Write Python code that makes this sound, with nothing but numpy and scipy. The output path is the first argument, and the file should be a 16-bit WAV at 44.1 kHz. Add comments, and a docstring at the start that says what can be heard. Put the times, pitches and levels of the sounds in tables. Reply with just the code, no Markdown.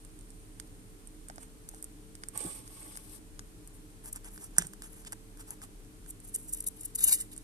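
"""In a cardboard box in a quiet, humming room, a hamster pads about among plastic toys.
Claws tick as brief contacts and paws scuff as fibre noise; both ring modes of claw and board.
Nudges thud as damped oscillations, a toy slides with friction noise, and a hollow toy is knocked.
The room hums in resonances and wavering tones, under a steady hiss of shaped noise.
Two small microphone ports a hand apart add a bright resonance each."""
import sys
import numpy as np
from scipy import signal
from scipy.io import wavfile

SR = 44100
rng = np.random.default_rng(int(sys.argv[2]) if len(sys.argv) > 2 else 0)


def amplitude_ratio(level_db):
    """Convert a level in decibels to the matching linear amplitude (field) ratio."""
    exponent = np.asarray(level_db, float) / 20
    return 10 ** exponent


def to_wav(sig):
    """Store sig (one row per channel, or 1-D mono) as 16-bit WAV at the path in sys.argv[1].

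    Samples outside -1..1 are clipped; the rate is SR.
    """
    pcm = np.clip(np.atleast_2d(sig), -1, 1) * 32767
    pcm = np.round(pcm).astype(np.int16)
    wavfile.write(sys.argv[1], SR, pcm.T)  # frames by channels


N = 327663

# Likeness of the sound at the two ports: f/Hz, left-right correlation
PORT_LIKENESS = [(60, 0.56), (300, 0.86), (640, -0.0091), (1400, -0.25), (3000, -0.047)]
# Modes of a claw, set off by ticks and strokes: f/Hz, width/Hz, relative level/dB
CLAW_MODES = [(4400, 2200, -23), (6010, 180, -7.5), (6840, 930, -8), (8530, 1600, 2), (10460, 2600, -0.5),
              (12820, 3300, -8.5)]
SHIFT_DB, SHIFTS_PER_S = 4, 12   # mode strengths wander at random, so the timbre varies: spread, rate


def rms_one(x):
    """Normalisation of power: scale to rms 1."""
    return x / np.sqrt(np.mean(x ** 2) + 1e-20)


def in_time(rows):
    """Linear interpolation: the columns of a curve at every sample."""
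    s, *columns = np.transpose(rows)
    return [np.interp(np.arange(N) / SR, s, c) for c in columns]


def at_hz(points, hz):
    """Interpolation on a logarithmic frequency axis."""
    table_hz, values = np.transpose(points)
    return np.interp(np.log(hz), np.log(table_hz), values)


def drift(rate):
    """Low-passed chance: a slow random course of spread 1."""
    r = np.exp(-80 * np.pi * rate / SR)   # the filter runs on every 40th sample
    slow = signal.lfilter([1], [1, -2 * r, r * r], rng.standard_normal(N // 40 + 2002))[2000:]
    return np.interp(np.arange(N) / 40, np.arange(len(slow)), rms_one(slow))


def correlated(mid, side, alike):
    """Sum and difference of two independent noises: a stereo pair of the given correlation."""
    return np.sqrt(1 + alike) * mid + np.sqrt(1 - alike) * side * [[1], [-1]]


def stereo_noise(alike):
    """White noise at two points of a sound field, with the given correlation."""
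    mid, side = rng.standard_normal((2, N))
    return correlated(mid, side, alike) / np.sqrt(2)


def panned(pan_db):
    """Level difference between the channels: left and right gains."""
    return amplitude_ratio(np.array([pan_db / 2, -pan_db / 2]))


def resonance(x, hz, width_hz):
    """Damped oscillator as a two-pole filter, gain 1 on top."""
    r = np.exp(-np.pi * width_hz / SR)
    poles = [1, -2 * r * np.cos(2 * np.pi * hz / SR), r * r]
    return signal.lfilter([(1 - r * r) / 2, 0, (r * r - 1) / 2], poles, x)


def body(x, modes, shift_db=0):
    """Modal superposition with alternating signs; white noise leaves at rms 1, strengths may wander."""
    power = sum(amplitude_ratio(2 * db) * np.pi * width / SR for hz, width, db in modes)
    out = 0
    for k, (hz, width, db) in enumerate(modes):
        drive = x * amplitude_ratio(db + shift_db * drift(SHIFTS_PER_S)) + 1e-18
        out = out + (-1) ** k * resonance(drive, hz, width)
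    return out / np.sqrt(power)


def narrow(hz, width_hz):
    """Cascaded resonance: stereo noise passed twice through one mode; rms 1."""
    once = resonance(stereo_noise(at_hz(PORT_LIKENESS, hz)), hz, width_hz)
    return rms_one(resonance(once, hz, width_hz))


def air():
    """Band-limited noise of room air and microphones, its port correlation set band by band."""
    # Spectrum of air and microphone hiss: f/Hz, relative level per Hz/dB
    spectrum = [(36, -1), (70, -6.5), (150, -11.5), (310, -11), (590, -19), (2000, -25), (4400, -28),
                (6500, -27), (8800, -22.5), (11200, -27.5), (14000, -49)]
    level_db = -57   # rms of the whole
    out, white = 0, rng.standard_normal((2, 2, N))
    edges = 22 * 2 ** np.arange(0, 9.6, .4)
    for k, (low, high) in enumerate(zip(edges, edges[1:])):
        band = signal.butter(2, [low, high], "band", fs=SR, output="sos")
        mid, side = signal.sosfilt(band, white[k % 2])   # neighbouring bands stay independent
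        hz = np.sqrt(low * high)
        out = out + amplitude_ratio(at_hz(spectrum, hz)) * correlated(mid, side, at_hz(PORT_LIKENESS, hz))
    return amplitude_ratio(level_db) * rms_one(out)


def hum():
    """Modal resonance and frequency modulation: low room modes, distant machinery and a whistle."""
    # Low modes of the room: f/Hz, nominal width/Hz (widened below), rms level/dB
    room_modes = [(35.6, 14, -58.5), (105, 19, -61.5), (169, 30.6, -65.5), (200.4, 5.2, -67.5),
                  (262.2, 17, -67), (302.7, 25, -63), (402, 23, -70.5), (441.8, 7.1, -74)]
    # Wavering motor tones: f/Hz, rms level/dB, spread of the frequency/Hz
    motor_tones = [(34.3, -56.5, 0.46), (442.5, -69.5, 1.374), (311, -68.5, 1.5)]
    out = sum(amplitude_ratio(db) * narrow(hz, 1.26 * width) for hz, width, db in room_modes)
    for hz, db, waver_hz in motor_tones:
        phase = 2 * np.pi * np.cumsum(hz + waver_hz * drift(2.92)) / SR
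        out = out + np.sqrt(2) * amplitude_ratio(db + 0.24 * drift(2.2)) * np.sin(phase)
    whistle_db = -70 - 2 * np.arange(N) / SR   # fades by 2 dB per second
    return out + amplitude_ratio(whistle_db) * narrow(8930, 280)


def scatter(t60, db):
    """Diffuse reverberation: an exponentially dying noise response of its own for each port."""
    t = np.arange(SR // 3) / SR
    tail = rng.standard_normal((2, len(t))) * amplitude_ratio(-60 * t / t60) * (t > .0007)
    return tail * amplitude_ratio(db) / np.sqrt(np.sum(tail ** 2, axis=1, keepdims=True))


def box(x):
    """Path difference and reflection: the left port lags, box walls and room return their scatter."""
    # Lag of the left port, less as the animal crosses: t/s, lag/ms
    left_lag = [(3, .35), (4, .18)]
    lag = np.round(in_time(left_lag)[0] * SR / 1000).astype(int)
    direct = np.array([x[0][np.maximum(np.arange(N) - lag, 0)], x[1]])
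    response = scatter(0.013, -12) + scatter(0.42, -24)   # box, then room: T60/s, level/dB
    return direct + signal.fftconvolve(direct, response, axes=1)[:, :N]


def thuds():
    """Damped oscillation: a short soft shove sets off a mode of the board and an overtone."""
    # Nudges against the board: t/s, level/dB, f/Hz
    nudges = [(1.299, -34.5, 700), (1.307, -40, 800), (1.381, -36, 694), (1.738, -41, 750),
              (2.407, -35.5, 500), (2.4488, -29, 328), (2.459, -35, 171), (4.583, -31.5, 163),
              (4.601, -37, 177), (4.648, -41.5, 152), (5.129, -40.5, 736)]
    decay_cycles = 14   # swings until the main mode has lost 60 dB
    out, t = np.zeros(N), np.arange(SR // 4) / SR
    for s, db, hz in nudges:
        at, t60 = round(s * SR), decay_cycles / hz
        fall_db = -60 * t / t60
        wobble = np.cumsum(rng.standard_normal(len(t))) * 0.03   # loose contact blurs the phase
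        swing = np.sin(2 * np.pi * hz * t + wobble)
        swing = swing + .5 * np.sin(2 * np.pi * 2.1 * hz * t) * amplitude_ratio(fall_db)   # overtone fades faster
        out[at:at + len(t)] += amplitude_ratio(db + fall_db) * swing * (1 - np.exp(-t / 0.00052))
    return out


def grains():
    """Shot noise: dense uneven clicks of catching paper fibres, partly different at each port; rms 1."""
    per_s, alike = 12000, 0.88
    sizes = amplitude_ratio(2.2 * np.minimum(rng.exponential(1, (3, N)), 5)) * rng.choice([-1, 1], (3, N))
    shared, *own = sizes * (rng.random((3, N)) < per_s / SR)
    return rms_one(np.sqrt(alike) * shared + np.sqrt(1 - alike) * np.array(own))


def slide():
    """Sliding friction: hiss follows the pressure on a toy, and narrow modes of toy and board sing."""
    # Pressure on the sliding toy, as hiss: t/s, relative level/dB
    pressure = [(2.335, -58), (2.36, -46.5), (2.44, -44), (2.57, -48.5), (2.63, -57.5), (2.74, -55),
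                (2.83, -49.5), (2.94, -52.5), (3.04, -57.5), (3.16, -51), (3.19, -62)]
    # Modes of toy and board: f/Hz, width/Hz, relative level/dB
    tone_modes = [(302, 170, -0.5), (510, 280, 0.5), (856, 35, 4.5), (1114, 64, 4), (2270, 760, -7),
                  (3400, 330, -6)]
    # Bands of the hiss at any pressure: f/Hz, width/Hz, relative level/dB
    hiss_modes = [(4660, 3300, 0), (11100, 2700, 5), (13300, 2500, -20)]
    # Bands of the hiss that needs pressure: f/Hz, width/Hz, relative level/dB
    low_hiss_modes = [(8160, 1370, 2.5), (8910, 1730, 0)]
    start_s, end_s = pressure[0][0], pressure[-1][0]
    hiss_db, = in_time([(start_s - .02, -100)] + list(pressure) + [(end_s + .02, -100)])
    moving_s = np.clip(np.arange(N) / SR - start_s, 0, 1)
    # tones: level at middle pressure, share of its swing, fading in dB per second
    tone_db = -55 + 0.86 * (hiss_db + 51.0) - 9 * moving_s
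    friction = (0.53 * grains() + stereo_noise(0.1)) * amplitude_ratio(hiss_db + 1.5 * drift(60))
    press = amplitude_ratio(.5 * (hiss_db + 55.5))
    hiss = amplitude_ratio(-5.0) * body(friction, hiss_modes, SHIFT_DB / 2)
    low_hiss = body(friction * press, low_hiss_modes)
    tones = body(stereo_noise(0.21) * amplitude_ratio(tone_db + 2.0 * drift(44)), tone_modes, SHIFT_DB / 2)
    pan_db = -6.5 + 17 * moving_s   # travels from right to left
    return (hiss + low_hiss + tones) * panned(pan_db)


def contacts(events, excite, board_modes, top_hz=9000, shift_db=SHIFT_DB, tip_modes=CLAW_MODES):
    """Forced vibration: (start s, envelope, board dB) events on an excitation ring tip and board."""
    # Where the paws work: t/s, left-right level/dB
    paw_path = [(0, -9), (2.4, -1), (3.4, 6), (4.4, 0), (4.6, -1.5), (5.6, 2), (6.1, -2), (6.85, 4.5),
                (7.43, -2)]
    low_claw_hz, low_claw_follows = 6670, 0.8   # lower claw modes grow with the contact to the board
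    bright, firm, dull = np.zeros((3, 2, N))
    excite = excite * panned(in_time(paw_path)[0])
    for s, envelope, board_db in events:
        at = round(s * SR)
        span = slice(at, at + len(envelope))
        burst = envelope[:N - at] * excite[:, span]
        bright[:, span] += burst
        firm[:, span] += amplitude_ratio(low_claw_follows * (board_db + 19.0)) * burst
        dull[:, span] += amplitude_ratio(board_db) * burst
    upper, lower = (signal.butter(3, low_claw_hz, side, fs=SR, output="sos") for side in ("high", "low"))
    tip_drive = signal.sosfilt(upper, bright) + signal.sosfilt(lower, firm)
    tip = body(tip_drive, tip_modes, shift_db / 3)
    small = signal.butter(6, 4400, "high", fs=SR, output="sos")   # a claw is too small to radiate lower
    top = signal.butter(4, top_hz, fs=SR, output="sos")
    return signal.sosfilt(small, tip) + signal.sosfilt(top, body(dull, board_modes, shift_db))


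def scuffs():
    """Stick and release: a stroke swells as the paw catches fibres in uneven clumps, and ends faster."""
    # Paw strokes: t/s of the peak, level/dB, swell time from 1/e/ms, board level re stroke/dB
    strokes = [(1.4293, -50, 24.5, -8), (1.775, -57, 54, -11), (3.757, -56, 23, -20),
               (4.076, -40.5, 26, -16), (4.13, -24.5, 3.4, -43), (4.162, -45, 17.4, -12),
               (4.268, -49, 23, -5), (4.346, -49, 46, -24), (4.437, -41, 31.5, -15),
               (4.6175, -58.5, 49, 8.5), (4.849, -48, 25, -7.5), (4.97, -51, 88, -16),
               (5.073, -46.5, 12, -9.5), (5.131, -42.5, 5.3, -6), (5.4057, -46, 20.5, -12.5),
               (5.512, -46.5, 36, -15), (5.641, -42.5, 18, -13), (6.088, -42.5, 12, -42),
               (6.107, -35.5, 6, -46), (6.247, -47, 14, -40), (6.288, -44, 20, -35),
               (6.35, -28.5, 9.6, -31.5), (6.361, -30, 2.6, -30), (6.43, -49, 93, -31),
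               (6.491, -41, 12, -39), (6.533, -26, 6.3, -40), (6.547, -29, 3.1, -35),
               (6.5726, -45, 50, -22.5), (6.574, -39, 5, -39), (6.606, -30.5, 2.1, -32),
               (6.642, -34, 2.9, -28), (6.669, -24, 4.8, -34), (6.676, -25, 4.2, -37),
               (6.685, -24, 3.1, -45), (6.811, -34, 3.5, -40), (6.84, -49.5, 91, -20),
               (6.856, -27, 5.4, -30), (6.955, -24, 4.3, -30), (6.988, -35.5, 8.8, -21),
               (7.01, -31, 23, -17.5), (7.032, -30.5, 9.2, -17.5), (7.0445, -15, 6.2, -37),
               (7.08, -18.5, 5.5, -38), (7.096, -23.5, 49, -20.5), (7.12, -34, 4, -18),
               (7.128, -13.5, 4.3, -23.5), (7.146, -20, 15, -26.5), (7.184, -41, 70, -18),
               (7.2124, -30, 12.5, -24), (7.327, -45.5, 12, -15), (7.38, -53.5, 52, -14)]
    # Open floor under a stroke: f/Hz, width/Hz, relative level/dB
    floor_modes = [(875, 310, 6.5), (1336, 154, 11), (1650, 380, 8), (3300, 1100, 1)]
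    # Corner of the box under a stroke: f/Hz, width/Hz, relative level/dB
    corner_modes = [(1080, 2100, -5), (1960, 170, 7), (2300, 55, 3), (2920, 66, 13.5), (3750, 97, 11.5),
                    (5000, 850, 2.5)]
    corner_s = 5.9   # strokes whose span starts from here on are in the corner
    let_go = 0.82   # a stroke ends in this share of the time it took to swell
    ms = np.arange(-SR // 8, SR // 8) * 1000 / SR
    ms = np.where(ms > 0, ms / let_go, ms)
    events = [(s - 1 / 8, amplitude_ratio(db) * np.exp(-(ms / swell_ms) ** 2), board_db)
              for s, db, swell_ms, board_db in strokes]
    fibres = grains() * amplitude_ratio(1.37 * drift(33) + 2.0 * drift(93))
    on_floor = [e for e in events if e[0] < corner_s]
    in_corner = [e for e in events if e[0] >= corner_s]
    return contacts(on_floor, fibres, floor_modes) + contacts(in_corner, fibres, corner_modes)


def snaps(rows, *struck):
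    """Impact: each row rises softly over a few ms, clicks twice with a blunt tip and chatters away."""
    tick_ms, rise_ms = 8, 1.53   # times to fall by 21.4 dB after the click, and to rise by it before
    rebound_ms, rebound_db = .6, -2.5   # the tip strikes again at once
    chatter_db, snap_db, blunt = -6, 13.5, 0.47   # contact noise, click, softness of the tip 0-1
    ms = np.arange(-SR // 200, SR // 20) * 1000 / SR
    shape = amplitude_ratio(6.0 - 21.4 * np.where(ms > 0, ms / tick_ms, -ms / rise_ms))
    clicks, at = np.zeros(N + SR), np.array([round(s * SR) for s, db, board_db in rows])
    clicks[at] = 1
    clicks[at + round(rebound_ms * SR / 1000)] = amplitude_ratio(rebound_db)
    soft_clicks = signal.lfilter([1], np.poly([blunt] * 2), clicks[:N])
    excite = amplitude_ratio(chatter_db) * stereo_noise(0.17) + amplitude_ratio(snap_db) * soft_clicks
    events = [(max(s + ms[0] / 1000, 0), amplitude_ratio(db) * shape, board_db) for s, db, board_db in rows]
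    return contacts(events, excite, *struck)


def ticks():
    """Impact on a plate and on a shell: claws tick on the board, and a hollow toy is knocked."""
    # Claw and tooth ticks: t/s, relative level/dB, board level re tick/dB
    tick_rows = [(0.0491, -47, -18), (0.19, -49, -24), (0.5992, -39.5, -10), (1.073, -46, -21),
                 (1.285, -40, -22), (1.299, -56.5, 4.5), (1.359, -48, -16), (1.3815, -57.5, 2),
                 (1.6892, -34.5, -16), (1.746, -45, -14), (1.8258, -33.5, -26), (1.8426, -33, -22.5),
                 (2.1524, -45, -8.5), (2.236, -50, 2), (2.2859, -33.5, -24.5), (2.3756, -25, -44),
                 (2.677, -50, -5), (2.956, -47, -12), (2.965, -39, -28), (2.9725, -37.5, -11),
                 (3.393, -48.5, 2.5), (3.6746, -41, -28), (4.058, -40.5, -20.5), (4.245, -47, -19),
                 (4.1598, -40.5, -12), (4.3605, -51.5, -14), (4.3775, -44.5, -14), (4.442, -42, -24),
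                 (4.669, -36.5, -32), (4.735, -43, -15), (4.821, -39.5, -15), (5.0491, -48.5, -9),
                 (5.1222, -35, -19), (5.1285, -42, -16), (5.373, -51, -10.5), (5.49, -57, -9),
                 (5.506, -31.5, -25.5), (5.6175, -48, -9.5), (6.2015, -46, -33), (6.536, -23.5, -43),
                 (6.6245, -38.5, -35), (6.674, -29, -44), (6.795, -53, -35), (6.833, -39, -43),
                 (6.958, -23.5, -48), (7.3365, -47, -31), (7.3637, -41, -31), (7.378, -37.5, -35)]
    # Board under a tick: f/Hz, width/Hz, relative level/dB
    board_modes = [(750, 440, 4), (1390, 1300, 7.5), (2020, 2900, 0), (3870, 5900, 1.5)]
    # A hollow toy is knocked and bounces: t/s, relative level/dB, hollow tone re snap/dB
    knock_rows = [(4.566, -61, 4.5), (4.5829, -16, -13.5), (4.5885, -45, -3), (4.5955, -54, 4),
                  (4.6215, -41.5, -4.5)]
    # Hollow tone of the toy: f/Hz, width/Hz, relative level/dB
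    toy_modes = [(690, 210, -4.5), (1000, 120, -1.5), (1490, 770, -0.5), (1830, 660, 0.5)]
    # Thin wall of the toy: f/Hz, width/Hz, relative level/dB
    shell_modes = [(5900, 330, -3.5), (7400, 400, -1), (8560, 650, 4), (11200, 3040, -4.5)]
    fidgets_per_s = 4.6   # faint ticks at random
    when, size = rng.random((int(fidgets_per_s * N / SR), 2)).T
    fidget_db = -59 - 3 * np.log(size + .1)
    fidgets = [(s, db, -18) for s, db in zip(when * N / SR, fidget_db)]
    toy_top_hz = 2140   # the hollow tone stops above this
    knocks = snaps(knock_rows, toy_modes, toy_top_hz, 0, shell_modes)
    return snaps(tick_rows + fidgets, board_modes) + knocks


def scene():
    """Superposition: animal and toys in the box, over the room."""
    return box(ticks() + scuffs() + slide() + thuds()) + hum() + air()


def port(x, peaks):
    """Cavity resonance: a chain of boosts and cuts."""
    for hz, width, db in peaks:
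        x = x + (amplitude_ratio(db) - 1) * resonance(x, hz, width)
    return x


def top_cut(x):
    """Nothing passes above the cut-off."""
    return signal.sosfilt(signal.butter(12, 15650, fs=SR, output="sos"), x)


def record(dry):
    """Port resonance and band limit: each port rings, the left treble is lowered, the top steps down."""
    # Resonances of the left port: f/Hz, width/Hz, gain/dB
    left_peaks = [(11130, 1170, 6.5), (14140, 620, 7), (8400, 2200, -5.5)]
    # Resonances of the right port: f/Hz, width/Hz, gain/dB
    right_peaks = [(8950, 930, 9), (10580, 4300, -9.5)]
    left_treble_db = -4.5   # shelf above about 11 kHz
    treble = signal.sosfilt(signal.butter(2, 11000, "high", fs=SR, output="sos"), dry[0])
    left = port(dry[0] + (amplitude_ratio(left_treble_db) - 1) * treble, left_peaks)
    right = port(dry[1], right_peaks)
    step = signal.ellip(5, 1, 24, 14250, fs=SR, output="sos")   # 24 dB down above 14250 Hz
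    return top_cut(signal.sosfilt(step, np.array([left, right])))


dry = scene()
out = record(dry)
to_wav(out)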